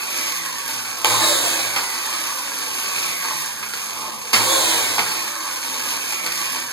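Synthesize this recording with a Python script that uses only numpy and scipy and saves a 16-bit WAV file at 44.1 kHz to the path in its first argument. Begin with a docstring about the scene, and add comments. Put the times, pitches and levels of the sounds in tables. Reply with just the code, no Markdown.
"""A biscuit joiner cuts two slots in a board in a bare plastered room.
It is first heard coasting down: random tooth impacts make the slack gears rattle, gliding lines make
the falling whine and the spinning blade rings in split modes.
Each pull of the trigger kicks the motor up to speed: filtered tooth noise makes the rush and the bite,
grabbing teeth growl and screech, mains hum surges, and noise bursts make the clacks of the mechanism."""
import sys
import numpy as np
from scipy import signal
from scipy.fft import rfft, irfft, next_fast_len
from scipy.io import wavfile

SR = 44100
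rng = np.random.default_rng(int(sys.argv[2]) if len(sys.argv) > 2 else 0)


def waveform_to_disk(signal):
    """Save audio, clipped to [-1, 1], as 16-bit WAV at the path in sys.argv[1]."""
    frames = np.transpose(np.atleast_2d(signal))
    scaled = np.clip(frames, -1, 1) * 32767
    samples = np.round(scaled).astype(np.int16)
    wavfile.write(sys.argv[1], SR, samples)


N = 296352

# pulls of the trigger, the first one already over:
# start_s, top_speed (turns per s), speed_leaving_wood (turns per s)
PULLS = [(-1.845, 615, 466), (1.045, 615, 466), (4.331, 545, 428)]
# how hard the slack gears shake the tool, before the trims in gears():
# speed (turns per s), rattle_db, housing_db, bench_db
SHAKE_BY_SPEED = [(68.5, -29.5, -38, -47), (85.5, -31, -32, -36.5), (113, -27, -35, -44),
                  (135, -27.5, -34.5, -42), (169, -25, -34, -43.5), (188, -25, -37, -39.5),
                  (253, -25.5, -31.5, -39.5), (303, -26.5, -39, -42.5), (345, -25.5, -29.5, -39.5)]
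# plunges into the wood: start_s, fan_rush_db, bite_db, bite_delay_s, bite_half_length_s (2 dB down),
# housing_jolt_db (before the trim in gears()), current_surge_s
PLUNGES = [(1.05, -20.5, -22.5, 0.22, 0.075, -21.5, 0.12), (4.328, -21.5, -21, 0.27, 0.097, -22.5, .08)]
# starting kicks, fence returns and gear slaps:
# start_s, level_db (before dulling), decay_t60_s, dull_above_hz, housing_ring_db (relative to the knock)
KNOCKS = [(.689, -31, 0.063, 5000, 1), (0.709, -26, 0.055, 11900, -5), (1.046, -5, 0.013, 11900, 3),
          (1.053, -14, 0.071, 10100, 0), (1.104, -22, 0.083, 4000, 7), (1.123, -19, 0.044, 3000, 4),
          (1.762, -15, 0.25, 3480, -7), (1.829, -19, 0.12, 500, -10), (3.028, -23, 0.025, 9000, -16),
          (3.227, -25, 0.067, 6000, -2), (3.249, -28, 0.093, 4000, 5), (3.304, -33.5, 0.12, 6000, 9.5),
          (3.628, -21.5, 0.076, 3000, -6), (3.735, -21, 0.069, 9000, -14), (3.945, -34, .04, 3500, -13),
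          (4.022, -33, 0.042, 3500, -18), (4.331, -8.5, 0.098, 5000, -24), (4.337, -10, 0.27, 5000, -7),
          (4.981, -9, 0.036, 2540, -2.5), (4.99, -11.5, 0.2, 2000, -7), (5.064, -12, 0.12, 500, -11),
          (6.124, -21.5, 0.064, 9000, -15), (6.24, -12.5, 0.3, 300, -15), (6.262, -18, 0.096, 7000, -13),
          (6.32, -17, 0.029, 7000, -16), (6.56, -26.5, 0.17, 9000, -24)]
# the teeth grab the wood: centre_s, half_length_s (standard deviation),
# growl_db (at the rotor speed), octave_db, screech_db, board_drone_db
GRABS = [(1.236, 0.023, -31, -29, -19, -33.5), (1.32, 0.034, -28, -44, -24.5, -38.5),
         (1.534, 0.12, -50, -44, -33, -38), (4.528, 0.038, -24.5, -27.5, -21, -39),
         (4.717, 0.086, -39, -31.5, -26.5, -41)]

# colour of the gear rattle: pitch_hz, relative level_db
RATTLE_COLOUR = [(85, -33), (300, -6.5), (700, -12), (1400, 3), (1850, 2.5), (2550, 10.5), (3400, 4),
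                 (4400, 4.5), (5200, 6.5), (6400, 4.5), (7300, 0.5), (9700, 0.5), (13000, -1), (15500, -40)]
# colour of the rush and the bite: pitch_hz, relative level_db
CUT_COLOUR = [(90, -38.5), (180, -19.5), (400, -3.5), (800, -1.5), (1500, -6), (2500, -9), (3900, 1),
              (5200, -5.5), (6800, -3.5), (8200, -1.5), (9500, -5), (12500, -10.5), (15500, -19.5)]
# colour of the cracks: pitch_hz, relative level_db
KNOCK_COLOUR = [(80, -31.5), (250, 0), (700, -8), (1100, 1.5), (2300, 17), (4200, 5), (6000, 7), (8300, 1),
                (12000, 7.5), (15500, -21)]
# resonance of the bench: pitch_hz, relative level_db
BENCH_COLOUR = [(30, -36), (85, -8.5), (130, -8), (200, -3.5), (330, 4), (430, -0.5), (540, 7), (720, 5),
                (1000, -10), (2500, -48.5)]
# resonances of the tool that the whine slides through: pitch_hz, gain_db
WHINE_COLOUR = [(110, -20), (210, -3), (330, -4), (560, -1), (750, -8), (930, -3), (1100, 6), (1280, -4),
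                (1620, 0), (1900, -4), (2250, 6), (2600, 5), (3200, -9), (3800, -6), (4300, -1), (4800, 0),
                (6000, -7), (7500, -7), (9300, -1), (10500, -8), (13000, -15)]

# housing resonances: pitch_hz, width_hz, relative level_db
HOUSING = [(894, 64, 7), (1057, 91, 8.5), (1195, 96, 6)]
# motor tones (12 and 24 gear mesh, 6.35 and 12.7 cutting teeth, the rest bearings), before WHINE_COLOUR:
# multiple of the speed, fast_coasting_db, slow_coasting_db, cutting_db, width_hz
MOTOR_TONES = [(1.76, -23, -29, -30, 14), (3.55, -11, -28, -34, 140), (5.15, -11, -28, -32, 150),
               (6.35, -30, -23, -18, 22), (6.8, -24, -16.5, -24, 20), (12, -18, -27.5, -40, 15),
               (12.7, -45, -25, -20, 40), (24, -15, -45, -24, 22)]
# the unbalanced rotor sings as it coasts, before BENCH_COLOUR:
# multiple of the speed, level_db (relative to the rattle), waver_hz
ROTOR_TONES = [(1, -30.5, 4.2), (2, -35, 5.67)]
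# blade modes, relative to the rattle: pitch_hz, fixed_line_db (before a 1 dB lift),
# rising_wave_db, falling_wave_db, split (Hz per turn/s)
BLADE_MODES = [(6530, -21, -26, -18, .95), (8020, -19, -18, -34, .45), (8150, -20, -24, -32, 1.15),
               (8720, -20, -34, -36, 1.4), (10605, -20, -13, -28, 1.75), (12641, -22, -26, -30, 1.7)]
# gear case rung by the slaps: pitch_hz, width_hz, level_db (relative to the rattle)
GEAR_CASE = [(1107, 113, -19), (1633, 130, -17), (2314, 300, -14.5), (4300, 230, -15.5), (6500, 340, -18.5)]
# metal parts that ring in each knock: pitch_hz, width_hz, level_db (relative to the knock)
METAL = [(502, 27, -20), (1470, 410, -6), (4360, 250, -7), (7160, 100, -16)]
# screech of the cutting teeth: multiple of the speed, relative level_db, width_hz
SCREECH = [(2.9, -8, 130), (4.3, -4, 110), (6.35, -1.5, 45), (7.0, -7, 170), (8.2, -7, 250),
           (12.4, -4.5, 320), (13.7, -6, 300)]

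# stereo balance: pitch_hz, left_minus_right_db
BALANCE = [(60, -12), (120, 7), (250, 1.8), (550, 0), (1000, -0.5), (1900, -5.5), (3000, -1.5),
           (4500, -1.5), (8000, -2.5), (13000, -1.5)]
# sound that the two microphones do not share: pitch_hz, gain_db
UNSHARED = [(100, 14.5), (250, -1.5), (600, -3.5), (1200, -13), (2800, -34.5), (5500, -21), (14000, -7.5)]
# echo from the far side of the room: pitch_hz, level_db (relative to the tool's side)
FAR_SIDE = [(1100, -3.5), (2000, -5.5), (4800, -4.5), (6500, -9), (13000, -8)]

# the motor spins up, is dragged down by the wood, then coasts against air drag and bearing friction
SPIN_UP_S, CUT_END_S, DRAG_PER_S, FRICTION_TURNS_PER_S2 = 0.19, 0.56, 0.476, 38
# gear rattle, its slaps and the rotor tones
TURN_LIKENESS, FLUTTER_DB, FLUTTER_PER_S = 0.087, 3.2, 140
SLAPS_PER_S, SLAP_SPREAD_DB, ROTOR_FLICKER_DB = 70, 2.5, 2
# envelopes of the plunge; hold times count from its start
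RUSH_ATTACK_S, RUSH_HOLD_S, RUSH_RELEASE_DB_PER_S = 0.0058, 0.45, 37
JOLT_HOLD_S, JOLT_RELEASE_DB_PER_S = 0.2, 166
# relative to the cutting, before the trims in gears()
HOUSING_IN_CUT_DB, BENCH_IN_CUT_DB = -27, -13
# the blade runs slightly out of true
RASP_DEPTH, ROTOR_TURNS_PER_BLADE_TURN = 0.1, 3.2
# mains hum: a surge of starting current, then steady while the trigger is held
SURGE_DB, SURGE_ATTACK_S, SURGE_RELEASE_DB_PER_S = -30, 0.062, 104
RUNNING_HUM_DB, TRIGGER_HELD_S, HUM_RELEASE_DB_PER_S = -44, 0.73, 140
GROWL_WIDTH_HZ, BOARD_HZ, BOARD_WIDTH_HZ = 8.78, 327, 13.4
# room and pickup
ROOM_T60_S, TREBLE_T60_S = 0.23, 0.35
PORT_LAG_S, IN_PHASE_HZ = 1 / 2760, 1380
LOW_CUT_HZ, CUTOFF_HZ = 103, 15700


def from_db(db):
    """Decibels to gain."""
    return 10 ** (np.asarray(db) / 20)


def rms_one(x):
    """Scale to unit power."""
    return x / np.sqrt(np.mean(x ** 2) + 1e-20)


def power_sum(*levels_db):
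    """Level of unrelated sounds heard together."""
    return 10 * np.log10(sum(from_db(db) ** 2 for db in levels_db))


def gain_at(points, hz):
    """Gain of a dB spectrum at the given frequencies."""
    known_hz, db = np.transpose(points)
    return from_db(np.interp(np.log(hz + 1), np.log(known_hz), db))


def coloured(x, points):
    """Causal (minimum-phase) filter with the given spectrum; white noise keeps its power."""
    gain = rms_one(gain_at(points, np.fft.rfftfreq(2 * N, 1 / SR)))
    # folding the cepstrum onto positive time gives minimum phase
    cepstrum = irfft(np.log(gain))[:N]
    cepstrum[1:] *= 2
    return irfft(rfft(x, 2 * N) * np.exp(rfft(cepstrum, 2 * N)))[:N]


def drift(rate):
    """Smooth chance with spread 1, changing at about the given rate in Hz."""
    step = 16  # samples between the interpolated points
    size = 2 * next_fast_len(N // step // 2 + 2, True)
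    hz = np.fft.rfftfreq(size, step / SR)
    smoothed = rfft(rng.standard_normal(size)) / (1 + (hz / rate) ** 2)
    slow = rms_one(irfft(smoothed))
    ramps = np.diff(slow)[:, None] * np.arange(step) / step
    return (slow[:-1, None] + ramps).ravel()[:N]


def rough_tone(hz, width):
    """A moving line whose strength and phase wander, which gives it a width."""
    phase = 2 * np.pi * np.cumsum(hz) / SR
    return drift(width) * np.cos(phase) + drift(width) * np.sin(phase)


def clean_tone(hz, width):
    """A moving line of steady strength whose pitch wavers by the given width."""
    wavering_hz = hz + 0.5 * width * drift(18.7)
    return np.sqrt(2) * np.sin(2 * np.pi * np.cumsum(wavering_hz) / SR)


def resonate(x, hz, width):
    """Two-pole resonance; its width sets how fast the ring dies."""
    r = np.exp(-np.pi * width / SR)
    return signal.lfilter([1, 0, -1], [1, -2 * r * np.cos(2 * np.pi * hz / SR), r * r], x)


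def swell_db(start, attack, hold, release_db_per_s):
    """Envelope in dB: rises over the attack, stays until the hold time, then fades."""
    age = np.arange(N) / SR - start
    rise_db = 20 * np.log10(np.clip(age / attack, 1e-5, 1))
    return rise_db - release_db_per_s * np.maximum(age - hold, 0)


def motor_speed():
    """Turns per second: each pull spins the motor up, the cut slows it, then it coasts."""
    t, speed = np.arange(N) / SR, np.zeros(N)
    friction = FRICTION_TURNS_PER_S2 / DRAG_PER_S
    for start, top, leaving in PULLS:
        age = t - start
        before = speed[max(int(start * SR), 0)]
        rising = before + (top - before) * np.sin(np.pi / 2 * age / SPIN_UP_S)
        loaded = np.interp(age, [SPIN_UP_S, CUT_END_S], [top, leaving])
        coasting = (leaving + friction) * np.exp(-DRAG_PER_S * (age - CUT_END_S)) - friction
        stages = [age < 0, age < SPIN_UP_S, age < CUT_END_S]
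        speed = np.select(stages, [speed, rising, loaded], coasting)
    return speed


def shaking(speed):
    """Levels of the rattle, the housing and the bench that go with the speed."""
    known_speed, *levels_db = np.transpose(sorted(SHAKE_BY_SPEED))
    return [np.interp(speed, known_speed, db) for db in levels_db]


def tooth_impacts(speed, spread_db, rub_db, lurch_db):
    """Gear teeth touch twelve times a turn, each with a force of its own, over a hiss of rubbing."""
    uneven_rate = 12 * speed * (1 + 0.08 * drift(150))
    teeth = np.floor(np.cumsum(uneven_rate) / SR)
    touch = np.diff(teeth, prepend=0) > 0
    force = from_db(spread_db * np.minimum(rng.exponential(1, N), 4)) * rng.choice([-1, 1], N)
    # dividing by the root of the speed evens out the power of more frequent touches
    impacts = rms_one(touch * force / np.sqrt(speed))
    impacts = impacts + from_db(rub_db) * rng.standard_normal(N)
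    return rms_one(impacts * from_db(lurch_db * drift(5.0)))


def flutter(x):
    """Each band of the rattle flutters in level on its own."""
    edges_hz = [1500, 2200, 3300, 5000, 8000]
    lows = [signal.sosfiltfilt(signal.butter(2, hz, fs=SR, output="sos"), x) for hz in edges_hz]
    bands = np.diff([np.zeros(N), *lows, x], axis=0)
    return rms_one(sum(band * from_db(FLUTTER_DB * drift(FLUTTER_PER_S)) for band in bands))


def gears(speed, rattle_db, housing_db, bench_db):
    """The gear rattle partly repeats every turn; it sounds directly, through the housing and the bench."""
    impacts = tooth_impacts(speed, spread_db=2.5, rub_db=-5.5, lurch_db=1.69)
    turn_ago = np.maximum(np.arange(N) - SR / speed, 0).astype(int)
    impacts = rms_one(impacts + TURN_LIKENESS * impacts[turn_ago])
    rattle = flutter(coloured(impacts, RATTLE_COLOUR))
    housing = 0
    for k, (hz, width, db) in enumerate(HOUSING):
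        # neighbouring resonances have opposite sign
        housing = housing + from_db(db) * rms_one(resonate(impacts, hz, width)) * (-1) ** k
    bench = coloured(impacts, BENCH_COLOUR)
    out = from_db(rattle_db - 2.0) * rattle
    out = out + from_db(housing_db - 4.0) * rms_one(housing)
    return out + from_db(bench_db - 4.5) * bench


def whine(speed, rattle_db, cut_db):
    """Bearing, gear and cutting tones swell as they slide through the resonances of the tool."""
    # at low speed the unloaded teeth bounce, which smears the mesh tone
    slack = 1 / (1 + (speed / 250) ** 6)
    # the tones of the cut come in only once the blade is up to speed
    rattle, load = from_db(rattle_db), from_db(cut_db) * (1 - slack)
    out = np.zeros(N)
    for k, fast_db, slow_db, loaded_db, width in MOTOR_TONES:
        coasting = (1 - slack) * from_db(fast_db) + slack * from_db(slow_db)
        strength = coasting * rattle + from_db(loaded_db) * load
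        out += strength * gain_at(WHINE_COLOUR, k * speed) * rough_tone(k * speed, width)
    mesh_hz = 12 * speed
    mesh_gain = gain_at(WHINE_COLOUR, mesh_hz)
    smear = slack * mesh_gain * rough_tone(mesh_hz, 190)
    # at high speed the teeth stay in contact and sing one thin tone
    thin = (1 - slack) ** 2 * mesh_gain * clean_tone(mesh_hz, 10)
    return out + rattle * (from_db(-11.5) * smear + from_db(-13.5) * thin)


def rotor(speed, rattle_db):
    """The unbalanced rotor's low tones flicker, follow the speed and swell where the bench resonates."""
    tones = 0
    for k, db, waver in ROTOR_TONES:
        strength = from_db(db + ROTOR_FLICKER_DB * drift(6.7))
        tones = tones + strength * gain_at(BENCH_COLOUR, k * speed) * clean_tone(k * speed, waver)
    return from_db(rattle_db) * tones


def blade(speed, rattle_db):
    """The steel disc rings; spin splits each mode into a forward and a backward wave."""
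    out = np.zeros(N)
    for hz, fixed_db, up_db, down_db, split in BLADE_MODES:
        out += from_db(fixed_db + 1) * rough_tone(np.full(N, hz), 14)
        out += from_db(up_db) * rough_tone(hz + split * speed, 47)
        out += from_db(down_db) * rough_tone(hz - split * speed, 28)
    return from_db(rattle_db) * out


def slaps(rattle_db):
    """Random hard slaps across the gear play ring the gear case, each with its own colour."""
    hits = rng.random(N) < SLAPS_PER_S / SR
    out = 0
    for hz, width, db in GEAR_CASE:
        force = hits * from_db(SLAP_SPREAD_DB * np.clip(rng.standard_normal(N), -2, 2))
        # the inaudible noise keeps the filter from running on exact silence
        force = force + 1e-18 * rng.standard_normal(N)
        out = out + from_db(db) * rms_one(resonate(force, hz, width))
    return from_db(rattle_db) * out


def knocks():
    """Each knock is a decaying noise crack that rings housing and metal; softer contacts are duller."""
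    t = np.arange(SR // 2) / SR
    cracks, shoves = np.full((2, N + SR), 1e-18)
    for start, db, t60, dull_hz, ring_db in KNOCKS:
        at, r = int(start * SR), np.exp(-2 * np.pi * dull_hz / SR)
        burst = rng.standard_normal(len(t)) * from_db(db - 60 * t / t60)
        crack = signal.lfilter([1 - r], [1, -r], burst)
        cracks[at:at + len(t)] += crack
        shoves[at:at + len(t)] += from_db(ring_db) * crack
    cracks, shoves = cracks[:N], shoves[:N]
    housing = rms_one(sum(resonate(shoves, hz, width) for hz, width, _ in HOUSING)) * np.std(shoves)
    metal = sum(from_db(db) * rms_one(resonate(cracks, hz, width)) for hz, width, db in METAL)
    return coloured(cracks, KNOCK_COLOUR) + housing + metal * np.std(cracks)


def effort():
    """Levels of cutting, jolt and hum: a plunge starts with a surge, and the blade bites soon after."""
    t, cut, jolt, current = np.arange(N) / SR, [], [], []
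    for start, rush_db, bite_db, delay, length, jolt_db, surge_s in PLUNGES:
        cut.append(rush_db + swell_db(start, RUSH_ATTACK_S, RUSH_HOLD_S, RUSH_RELEASE_DB_PER_S))
        cut.append(bite_db - 2 * ((t - start - delay) / length) ** 2)
        jolt.append(jolt_db + swell_db(start, RUSH_ATTACK_S, JOLT_HOLD_S, JOLT_RELEASE_DB_PER_S))
        surge = swell_db(start, SURGE_ATTACK_S, surge_s, SURGE_RELEASE_DB_PER_S)
        running = swell_db(start, SURGE_ATTACK_S, TRIGGER_HELD_S, HUM_RELEASE_DB_PER_S)
        current += [SURGE_DB + surge, RUNNING_HUM_DB + running]
    return power_sum(*cut), power_sum(*jolt), power_sum(*current)


def cutting(speed, cut_db):
    """The blade tears off a dense spray of chips in the rush of the fan, rasping once per blade turn."""
    chips = tooth_impacts(speed, spread_db=3.0, rub_db=-2.5, lurch_db=0.6)
    rasp = 1 + RASP_DEPTH * rough_tone(speed / ROTOR_TURNS_PER_BLADE_TURN, 32)
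    return from_db(cut_db) * coloured(rms_one(chips * rasp), CUT_COLOUR)


def hum(hum_db):
    """Motor current shakes the tool at twice the mains frequency, wavering slightly in level."""
    tone = np.sqrt(2) * np.sin(2 * np.pi * 120 * np.arange(N) / SR)
    return from_db(hum_db) * tone * from_db(0.62 * drift(6.0))


def grabs(speed):
    """When the teeth grab, the loaded rotor growls, the cut screeches and the board drones."""
    t, out = np.arange(N) / SR, np.zeros(N)
    growl = clean_tone(speed, GROWL_WIDTH_HZ)
    octave = clean_tone(2 * speed, 2 * GROWL_WIDTH_HZ)
    screech = rms_one(sum(from_db(db) * rough_tone(k * speed, width) for k, db, width in SCREECH))
    board = clean_tone(np.full(N, BOARD_HZ), BOARD_WIDTH_HZ)
    for centre, length, growl_db, octave_db, screech_db, board_db in GRABS:
        sound = from_db(growl_db) * growl + from_db(octave_db) * octave
        sound = sound + from_db(screech_db) * screech + from_db(board_db) * board
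        out += sound * np.exp(-0.5 * ((t - centre) / length) ** 2)
    return out


def room(x):
    """Diffuse echo of the bare room with its own treble decay; its pattern shifts as the worker moves."""
    t = np.arange(SR // 2) / SR
    noise = rng.standard_normal((2, len(t))) * (t > 0.004)
    low = signal.sosfilt(signal.butter(1, 3000, fs=SR, output="sos"), noise)
    tails = low * from_db(-60 * t / ROOM_T60_S) + (noise - low) * from_db(-60 * t / TREBLE_T60_S)
    one, other = signal.oaconvolve(x[None], tails / np.linalg.norm(tails[0]), axes=1)[:, :N]
    sway = 2 * drift(1)  # radians of slow blend between the two tails
    return one * np.cos(sway) + other * np.sin(sway)


def microphones(near, far, diffuse):
    """Treble from the tool's side reaches the right channel late, from the far side early."""
    hz = np.fft.rfftfreq(2 * N, 1 / SR)
    lag = np.exp(-2j * np.pi * np.maximum(hz - IN_PHASE_HZ, 0) * PORT_LAG_S)
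    near, far, diffuse = rfft([near, far, diffuse], 2 * N)
    echo = gain_at(FAR_SIDE, hz)
    # share the power between the two sides
    near, far = near / np.hypot(1, echo), far * echo / np.hypot(1, echo)
    apart = diffuse * gain_at(UNSHARED, hz)
    lean = np.sqrt(gain_at(BALANCE, hz))
    left = (near + far + apart) * lean
    right = ((near - apart) * lag + far / lag) / lean
    return irfft([left, right])[:, :N]


def scene():
    """The tool on its bench, heard across the room."""
    speed = motor_speed()
    rattle_db, housing_db, bench_db = shaking(speed)
    cut_db, jolt_db, hum_db = effort()
    housing_db = power_sum(housing_db, jolt_db, cut_db + HOUSING_IN_CUT_DB)
    bench_db = power_sum(bench_db, cut_db + BENCH_IN_CUT_DB)
    tool = gears(speed, rattle_db, housing_db, bench_db) + whine(speed, rattle_db, cut_db)
    tool = tool + rotor(speed, rattle_db) + blade(speed, rattle_db) + slaps(rattle_db)
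    tool = tool + knocks() + cutting(speed, cut_db) + grabs(speed)
    near = tool + from_db(-10.5) * room(tool)
    heard = microphones(near, far=room(tool), diffuse=room(tool))
    # the hum stands in the room, strong on the left and opposed on the right
    return heard + hum(hum_db) * np.array([[1], [-0.3]])


def record(dry):
    """The bass and the top are cut over a faint noise floor, and the highest peaks clip."""
    thin = signal.sosfilt(signal.butter(6, LOW_CUT_HZ, "high", fs=SR, output="sos"), dry)
    # white noise at -76 dB through a low-pass that tilts it to the bass
    floor = from_db(-76) * signal.lfilter([0.1], [1, -0.995], rng.standard_normal((2, N)))
    top_cut = signal.ellip(10, 0.2, 70, CUTOFF_HZ, fs=SR, output="sos")
    return signal.sosfilt(top_cut, np.clip(thin + floor, -1, 1))


dry = scene()
out = record(dry)
waveform_to_disk(out)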